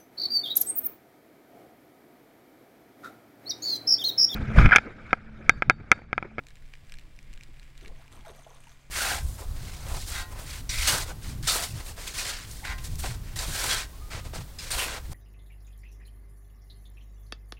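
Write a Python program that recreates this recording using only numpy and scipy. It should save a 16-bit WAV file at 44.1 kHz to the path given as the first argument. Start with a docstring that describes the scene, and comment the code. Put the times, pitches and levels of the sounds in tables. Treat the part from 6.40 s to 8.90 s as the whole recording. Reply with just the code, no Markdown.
"""A low, steady hum comes first: the electric trolling motor of a small boat on a calm lake, two harmonics
wavering slightly, under light air that rumbles on the microphone as shaped noise.
An angler's reel and line tick and rustle: short rings of damped modes over crackling noise.
The lure lands and the water gulps, plops and patters: bubbles are damped tones of rising pitch,
and the spray that falls back is tiny pings, slaps and noise."""
import sys
import numpy as np
from scipy import signal
from scipy.fft import rfft, irfft, next_fast_len
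from scipy.io import wavfile
from scipy.ndimage import map_coordinates

SR = 44100
rng = np.random.default_rng(int(sys.argv[2]) if len(sys.argv) > 2 else 0)


def master(y):
    """Save y as 16-bit WAV."""
    cut = np.clip(np.atleast_2d(y).T, -1, 1)
    pcm = np.round(cut * 32767)  # scale
    wavfile.write(sys.argv[1], SR, pcm.astype(np.int16))


N = 110250  # samples, 2.5 s

# Spectra are relative: each coloured sound is brought to rms 1 before its level is applied.

# Motor: the drift is a share of the pitch; the octave is second harmonic against first
HUM_HZ, HUM_DB, HUM_DRIFT, HUM_FLUTTER_DB = 135.7, -62.5, 0.0014, 0.5
HUM_OCTAVE_DB = -17.5

# Course of the air's rumble, before its offset and sway: time_s, level_db
AIR_COURSE = [(0, -59), (.15, -49), (.35, -50.5), (.5, -45.5), (.75, -52), (.85, -45.5), (1.15, -48.5),
              (1.44, -49.5), (1.52, -41), (1.65, -50), (1.8, -45), (1.97, -56), (2.22, -50), (2.5, -55)]
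# Spectrum of the air's rumble: frequency_hz, density_db
AIR_SPECTRUM = [(8, -2.5), (22, 1.5), (32, -6), (50, -11), (80, -22.5), (125, -23.5), (200, -29.5),
                (300, -37.5), (600, -45), (2000, -94), (5000, -140)]
AIR_OFFSET_DB, AIR_SWAY_DB = 2.5, 1.12
# Spectrum of the lake's steady hush: frequency_hz, density_db
LAKE_SPECTRUM = [(60, -1.5), (200, -2), (320, -5), (600, -3.5), (1100, -7), (2300, -17.5), (4500, -16.5),
                 (7800, -22), (10500, -27.5), (15500, -49)]
LAKE_DB = -67.5

# Envelope of the electrical buzz's harmonics: frequency_hz, gain_db
BUZZ_SPECTRUM = [(2000, -54), (7000, 4), (10000, 8), (15500, 7)]
BUZZ_HZ, BUZZ_DB, BUZZ_ACCENT = 122.595, -83, .6  # accent: extra share on every eighth harmonic
TOP_HZ = 15900  # upper band limit of the whole scene

# Course of the running line's rustle, before its sway: time_s, level_db
LINE_COURSE = [(0, -71.5), (.1, -66.5), (.6, -65.5), (1.0, -64.5), (1.45, -64), (1.7, -65), (2.0, -67.5),
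               (2.5, -67)]
# Spectrum of the rustle: frequency_hz, density_db
RUSTLE_SPECTRUM = [(500, -39), (1300, -5.5), (1750, -1), (2300, -1.5), (3100, -4.5), (3600, -5.5),
                   (4100, -9), (5000, -10), (6200, -16.5), (7700, -12), (10000, -18), (15000, -23.5)]
RUSTLE_SWAY_DB = 1
# The reel's main resonance, kept ringing by the line: half-width, level against the rustle, sway
WHIRR_HZ, WHIRR_WIDTH_HZ, WHIRR_DB, WHIRR_SWAY_DB = 2260, 200, -8.5, 1.5
# Ticks of the reel: start_s, level_db (before TICK_DB), brightness_db (at 7 kHz against 2.3 kHz),
# lean_db (where the contact falls, favouring one set of modes or the other)
TICKS = [(0.0366, -53.5, -1, 5), (0.068, -43.5, 3.5, 0), (0.0852, -43, 0, 5.5), (0.105, -47, 1, 4),
         (0.1082, -48, -18, 9), (0.1555, -46.5, 2, 4), (0.1692, -43.5, -12, -2), (0.255, -51, -2, 0),
         (.262, -46, -6, -12), (.337, -34.5, -7, -6.5), (0.353, -40, -7, -3), (.4695, -53, 3, -4),
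         (0.4963, -42.5, -3, 1), (0.5213, -36, 2, -7), (0.528, -53, -24, 11), (0.54, -38.5, -0.5, 7),
         (0.553, -48, -10, -5), (0.555, -57, 9, -5), (0.571, -41.5, -8, -17), (.586, -40.5, 0.5, 5),
         (0.595, -48, 3.5, -1), (0.6123, -50, -15, 7), (.626, -55, -22, 6), (.7635, -53, 4.5, -2),
         (0.7894, -37.5, -6.5, -10), (0.8284, -51, 5, -3), (0.9301, -41, -2.5, -3.5), (0.9369, -41, 2, -1),
         (0.9754, -41, -1.5, 5), (1.0095, -40, -4.5, -17), (1.028, -46, -3, -9), (1.0345, -42.5, 4, 2.5),
         (1.1965, -46.5, 1.5, 10), (1.2294, -41.5, -5.5, -13), (1.2395, -56, 5, -3), (1.353, -49, -9, 5),
         (1.3773, -40.5, 1, 1), (1.4113, -44.5, -2.5, 7), (1.4491, -39.5, -15, -6), (1.4583, -36, -14, -2),
         (1.4597, -37, -20, -2), (1.4801, -41, 0, 5), (1.6798, -41.5, -5, -11)]
# Modes of the reel, before scatter: frequency_hz, level_db, t60_s, lean_share (no unit)
REEL_MODES = [(1744, -6, 0.012, 0.77), (2305, -0.5, 0.0085, -0.14), (2820, 0.5, 0.0054, 0.039),
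              (4030, -3, 0.0063, 1), (5180, -6, 0.0064, -0.12), (5950, -6.5, 0.0052, -0.48),
              (7420, -3, 0.0043, 0.35), (8400, -2.5, 0.0022, 0.35), (11000, -13, .004, -0.39),
              (13000, -15, 0.006, 0.091)]
TICK_DB, TICK_RISE_S = -3, 0.000069
MODE_SCATTER_DB, MODE_SCATTER, MODE_LAG_S = 1.8, .025, .0006  # level, share of pitch, longest delay
REEL_LOW_HZ = 1360  # the small reel radiates no bass

# Soft bumps of the hull: centre_s, level_db, length_s
BUMPS = [(.01, -58, 0.078), (0.434, -53, 0.015), (.56, -73, .018), (0.658, -59, 0.029), (1.108, -60, 0.024),
         (1.307, -58.5, 0.023), (1.444, -51.5, 0.023), (1.766, -50, 0.06), (1.908, -53, 0.023),
         (2.003, -51.5, 0.014)]
# Spectrum of the bumps: frequency_hz, density_db
HULL_SPECTRUM = [(20, -30), (45, 1.5), (85, 1), (160, -15), (280, -16), (450, -23.5), (1200, -23),
                 (4000, -120)]
# Small waves lapping at the hull: centre_s, level_db, pitch_hz, length_s
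LAPS = [(0.013, -64.5, 295, 0.034), (0.442, -73, 282, .02), (0.665, -66.5, 290, 0.033),
        (.78, -67.5, 240, 0.036), (.905, -64, 240, 0.03), (1.094, -61, 290, 0.013),
        (1.767, -62, 270, 0.046), (1.95, -61.5, 214, 0.021)]
LAP_WIDTH_OCT = 0.47

# Modes of the rod's handle: frequency_hz, level_db (against KNOCK_DB), t60_s
HANDLE_MODES = [(550, -8, 0.043), (900, -10.5, 0.018), (1170, 0, 0.014), (1760, 2, 0.016)]
KNOCK_S, KNOCK_DB = .3372, -51  # the hardest early click also knocks the handle

# Splashes: start_s, hold_s, release_t60_s, bubble_level_db, bubble_centre_pitch_hz, spray_level_db
SPLASHES = [(1.411, 0.07, 0.098, -57.5, 376, -63.5), (1.479, 0.016, 0.25, -56.5, 620, -81),
            (1.544, 0.079, 0.58, -63.5, 1034, -68), (1.711, 0.042, 0.59, -60.5, 993, -61.5),
            (1.846, 0.019, 0.3, -53, 1140, -61), (1.877, 0.032, 0.16, -53, 694, -60),
            (1.939, 0.097, 0.15, -64.5, 835, -62.5), (2.06, 0.094, 0.21, -60, 830, -65),
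            (2.15, 0.11, 0.24, -71.5, 1010, -66), (2.268, 0.045, 0.42, -67, 1180, -66.5)]
# Single large bubbles: start_s, level_db, starting_pitch_hz, t60_s
PLOPS = [(1.438, -45.5, 287, 0.051), (1.488, -54, 414, 0.038), (1.513, -47.5, 519, 0.055),
         (1.52, -54, 1050, 0.047), (1.7742, -42, 1000, 0.021), (1.8603, -39, 844, 0.024),
         (1.869, -38.5, 630, 0.064), (1.881, -43, 956, 0.018), (1.886, -45, 441, 0.039),
         (1.898, -42, 558, 0.038), (1.948, -42.5, 523, 0.019), (1.989, -45, 655, 0.033),
         (2.0655, -36, 638, 0.025), (2.074, -47, 812, 0.042), (2.107, -46.5, 936, .04),
         (2.269, -47.5, 900, 0.05)]
SPLASH_RISE_S, PLOP_RISE_S = 0.006, 0.001
PLOP_GLIDE_PER_S = 3.9  # share of the starting pitch gained each second
BUBBLES_PER_S, CLOUD_S = 400, .3
BUBBLE_SPREAD, BUBBLE_CYCLES = 0.333, 24  # scatter of log pitch; periods in one t60
# Spectrum of the spray: frequency_hz, density_db
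SPRAY_SPECTRUM = [(400, -18), (1200, 5.5), (2700, 1), (4200, 0.5), (5100, -7.5), (6200, 2), (7200, -9.5),
                  (8600, -1.5), (10500, -8), (12500, -7.5), (15500, -20)]
DROP_LOW_HZ, DROP_HIGH_HZ = 1200, 14000
DROP_T60_S, DROP_SPREAD_DB, MIST = .005, 20, .6  # t60 before scatter; mist against the drops

# Spectrum of the thin sheet of spray that opens the main splash: frequency_hz, density_db
SPURT_SPECTRUM = [(1000, -18), (3600, 5), (5500, -20), (7500, 12), (9000, 5), (10500, -1), (15500, -24)]
SPURT_S, SPURT_LENGTH_S, SPURT_DB = 1.738, 0.028, -66

# Single drops of spray hitting the water: start_s, level_db, starting_pitch_hz
DROPS = [(1.7257, -44, 7700), (1.727, -53, 2400), (1.7515, -45.5, 3230), (1.8096, -43, 3300),
         (1.853, -47, 3120), (1.8585, -51, 4370), (1.8635, -45, 1540), (1.8665, -47, 3670),
         (1.867, -42, 1700), (1.881, -40, 1510), (1.889, -51, 4500), (1.902, -58, 11600),
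         (1.908, -45, 1800), (1.9615, -50, 12500), (1.9695, -52, 6260), (1.983, -53, 8800),
         (2.011, -53, 9150), (2.047, -48, 2980), (2.0725, -52, 3330), (2.1038, -45.5, 6200),
         (2.149, -47, 8850), (2.167, -53, 2590), (2.205, -45, 8400), (2.2378, -42.5, 2700),
         (2.241, -50, 9050), (2.271, -41, 2820), (2.294, -45, 5950), (2.318, -47, 3500)]
# t60 of the ping; level against it and t60 of the slap that opens it
DROP_RING_S, DROP_SLAP_DB, DROP_SLAP_S = .007, -5.5, 0.0023

# Course of the finest drops: time_s, level_db
SIZZLE_COURSE = [(1.8, -100), (1.9, -72), (2.1, -73.5), (2.32, -70.5), (2.4, -76.5)]
# Spectrum of the finest drops: frequency_hz, density_db
SIZZLE_SPECTRUM = [(2000, -44), (5400, -30), (6150, -8), (7000, -10), (15000, -40)]

DECK_DB, DECK_T60_S = -13.5, 0.041  # scatter from the boat's deck and hull


def amp(db):
    """Decibel law: level to amplitude gain."""
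    return 10 ** (np.asarray(db) / 20)


def unit(x):
    """Normalisation: x at rms 1."""
    return x / np.sqrt(np.mean(x ** 2) + 1e-20)


def curve(rows):
    """Linear interpolation: one value per sample from (s, value) rows."""
    return np.interp(np.arange(N) / SR, *np.transpose(rows))


def wobble(rate):
    """Spline interpolation: a smooth random curve with rate knots a second."""
    return map_coordinates(rng.standard_normal(1024), [np.arange(N) * rate / SR], mode="wrap")


def filtered(x, response):
    """Linear filtering: the spectrum of x times a response of frequency."""
    m = next_fast_len(N + SR // 2)
    return irfft(rfft(x, m) * response(np.fft.rfftfreq(m, 1 / SR)), m)[:N]


def coloured(x, points):
    """Spectral shaping: x filtered through (Hz, dB) points on a log frequency axis, at rms 1."""
    f, db = np.transpose(points)
    return unit(filtered(x, lambda hz: amp(np.interp(np.log(hz + 1), np.log(f + 1), db))))


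def add(track, s, sound):
    """Superposition: mixes a sound into a track at time s."""
    i = int(np.clip(round(s * SR), 0, N))
    track[i:i + len(sound)] += sound[:N - i]


def crackle(per_s, spread_db, smooth):
    """Random impulse process: tiny impacts of uneven size over a share of smooth noise."""
    sizes = rng.standard_normal(N) * amp(spread_db * rng.standard_normal(N))
    hits = (rng.random(N) < per_s / SR) * sizes
    return unit(hits) + smooth * rng.standard_normal(N)


def motor():
    """Harmonic tone: a nearly pure hum, its pitch and level wavering slightly with the propeller's load."""
    phase = 2 * np.pi * np.cumsum(HUM_HZ * (1 + HUM_DRIFT * wobble(5.77))) / SR
    tone = np.sin(phase) + amp(HUM_OCTAVE_DB) * np.sin(2 * phase)
    return amp(HUM_DB + HUM_FLUTTER_DB * wobble(8.3)) * unit(tone)


def air():
    """Broadband noise: a swaying low rumble of light wind on the microphone over the lake's hush."""
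    level_db = curve(AIR_COURSE) + AIR_OFFSET_DB + AIR_SWAY_DB * wobble(12)
    rumble = amp(level_db) * coloured(rng.standard_normal(N), AIR_SPECTRUM)
    return rumble + amp(LAKE_DB) * coloured(rng.standard_normal(N), LAKE_SPECTRUM)


def buzz():
    """Fourier series: in-phase harmonics add up to faint, thin electrical pulses."""
    t, pulses = np.arange(N) / SR, np.zeros(N)
    for k in range(1, int(TOP_HZ / BUZZ_HZ) + 1):
        accent = 1 + BUZZ_ACCENT * (k % 8 == 0)
        pulses += accent * np.cos(2 * np.pi * k * BUZZ_HZ * t)
    return amp(BUZZ_DB) * coloured(pulses, BUZZ_SPECTRUM)


def tick(bright_db, lean_db):
    """Modal decay: one contact excites the reel's modes, each arriving a little late and dying away."""
    hz, db, t60, share = np.transpose(REEL_MODES)[:, :, None]
    size, detune, phase = rng.standard_normal((3, len(REEL_MODES), 1))
    lag = MODE_LAG_S * rng.random((len(REEL_MODES), 1))
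    t = np.maximum(np.arange(SR // 40) / SR - lag, 0)
    tilt = np.log(hz / 2300) / np.log(7000 / 2300)  # 0 at 2.3 kHz, 1 at 7 kHz
    gain = amp(db + MODE_SCATTER_DB * size + bright_db * tilt + lean_db * share - 60 * t / t60)
    tones = np.sin(2 * np.pi * (hz * (1 + MODE_SCATTER * detune) * t + phase))
    ring = (gain * tones * (1 - np.exp(-t / TICK_RISE_S))).sum(0)
    return signal.sosfilt(signal.butter(2, REEL_LOW_HZ, "high", fs=SR, output="sos"), ring)


def reel():
    """Friction and resonance: rustle of running line, a wavering whirr, and ticks over both."""
    grain = crackle(2500, spread_db=4, smooth=.7)
    noise = rng.standard_normal(N)
    whirr = unit(filtered(noise, lambda hz: 1 / (1 + ((hz - WHIRR_HZ) / WHIRR_WIDTH_HZ) ** 2)))
    running = coloured(grain, RUSTLE_SPECTRUM) + amp(WHIRR_DB + WHIRR_SWAY_DB * wobble(15)) * whirr
    out = amp(curve(LINE_COURSE) + RUSTLE_SWAY_DB * wobble(17.92)) * running
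    for s, db, bright_db, lean_db in TICKS:
        add(out, s, amp(db + TICK_DB) * tick(bright_db, lean_db))
    return out


def hull():
    """Low-frequency noise bursts: dull bumps as the boat shifts in the water."""
    t = np.arange(N) / SR
    swell = sum(amp(db) * np.exp(-((t - s) / length) ** 2) for s, db, length in BUMPS)
    return swell * coloured(rng.standard_normal(N), HULL_SPECTRUM)


def laps():
    """Narrow-band noise: small waves swell and gurgle softly against the hull."""
    t, out = np.arange(N) / SR, np.zeros(N)
    for s, db, hz, length in LAPS:
        noise = rng.standard_normal(N)
        gurgle = filtered(noise, lambda f: np.exp(-(np.log2((f + 1) / hz) / LAP_WIDTH_OCT) ** 2))
        out += amp(db) * np.exp(-((t - s) / length) ** 2) * unit(gurgle)
    return out


def handle():
    """Modal decay: a dull knock rings the few low modes of the rod's handle."""
    t, out = np.arange(SR // 20) / SR, np.zeros(N)
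    for hz, db, t60 in HANDLE_MODES:
        add(out, KNOCK_S, amp(KNOCK_DB + db - 60 * t / t60) * np.sin(2 * np.pi * hz * t))
    return out


def bubble(hz, t60, rise_s):
    """Bubble resonance: a damped tone whose pitch climbs as the bubble nears the surface."""
    t = np.arange(SR // 10) / SR
    tone = np.sin(2 * np.pi * hz * t * (1 + PLOP_GLIDE_PER_S * t / 2))
    return tone * amp(-60 * t / t60) * (1 - np.exp(-t / rise_s))


def cloud(s, hz):
    """Random superposition: small bubbles scattered around one pitch from time s, at rms 1 over CLOUD_S."""
    out, count = np.zeros(N), int(BUBBLES_PER_S * CLOUD_S)
    for k, (late, pitch, size) in enumerate(rng.standard_normal((count, 3))):
        f = hz * np.exp(BUBBLE_SPREAD * np.clip(pitch, -2, 2))
        start = s + (k + late / 2) / BUBBLES_PER_S
        add(out, start, np.tanh(size) * bubble(f, BUBBLE_CYCLES / f, 1 / f))
    return out / np.sqrt(np.sum(out ** 2) / (CLOUD_S * SR))


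def droplets(count):
    """Random superposition: a steady patter of tiny ringing drops over a fine mist, at rms 1."""
    t, out = np.arange(SR // 60) / SR, np.zeros(N)
    for when, pitch, size, life in rng.random((count, 4)):
        hz = DROP_LOW_HZ * (DROP_HIGH_HZ / DROP_LOW_HZ) ** np.sqrt(pitch)  # favours high pitches
        ping = np.sin(2 * np.pi * hz * t) * (1 - np.exp(-t / TICK_RISE_S))
        t60 = DROP_T60_S * (.5 + life)
        add(out, when * N / SR, ping * amp(-DROP_SPREAD_DB * size - 60 * t / t60))
    return coloured(unit(out) + MIST * rng.standard_normal(N), SPRAY_SPECTRUM)


def water():
    """Bubble acoustics: each splash is a bubble cloud under pattering spray; large bubbles plop singly."""
    t, out, spray_power = np.arange(N) / SR, np.zeros(N), np.zeros(N)
    drops = droplets(count=3600)
    for s, hold, t60, db, hz, spray_db in SPLASHES:
        release = amp(-60 * np.maximum(t - s - hold, 0) / t60)
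        shape = np.clip((t - s) / SPLASH_RISE_S, 0, 1) * release
        out += amp(db) * shape * cloud(s, hz)
        spray_power += (amp(spray_db) * shape) ** 2
    for s, db, hz, t60 in PLOPS:
        add(out, s, amp(db) * bubble(hz, t60, PLOP_RISE_S))
    return out + np.sqrt(spray_power) * drops


def spurt():
    """Noise burst: a short bright hiss as the surface breaks."""
    swell = np.exp(-((np.arange(N) / SR - SPURT_S) / SPURT_LENGTH_S) ** 2)
    return amp(SPURT_DB) * swell * coloured(rng.standard_normal(N), SPURT_SPECTRUM)


def spatter():
    """Impact and resonance: larger drops land one by one, each a noise slap with a short bubble ping."""
    t, out = np.arange(SR // 10) / SR, np.zeros(N)
    splat = coloured(rng.standard_normal(N), SPRAY_SPECTRUM)
    for s, db, hz in DROPS:
        piece = np.roll(splat, rng.integers(N))[:len(t)]
        slap = piece * amp(DROP_SLAP_DB - 60 * t / DROP_SLAP_S)
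        add(out, s, amp(db) * (slap + bubble(hz, DROP_RING_S, 1 / hz)))
    return out


def sizzle():
    """Random impulse process: the finest drops rain back on the surface in a narrow, high band."""
    grain = crackle(700, spread_db=2, smooth=.35)
    return amp(curve(SIZZLE_COURSE)) * coloured(grain, SIZZLE_SPECTRUM)


def deck(x):
    """Diffuse scattering: x convolved with a brief decaying noise tail, as from the deck and hull."""
    t = np.arange(SR // 8) / SR
    tail = rng.standard_normal(len(t)) * amp(-60 * t / DECK_T60_S) * (t > .002)
    return signal.fftconvolve(x, tail / np.linalg.norm(tail))[:N]


def scene():
    """Superposition: hum, air, buzz and hull under the tackle and splashes, which alone scatter."""
    bed = motor() + air() + buzz() + hull() + laps()
    sharp = reel() + handle() + water() + spurt() + spatter() + sizzle()
    return (bed + sharp + amp(DECK_DB) * deck(sharp))[None]


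def record(dry):
    """Band limitation: only frequencies below TOP_HZ pass."""
    return filtered(dry[0], lambda hz: hz < TOP_HZ)[None]


dry = scene()
out = record(dry)
master(out)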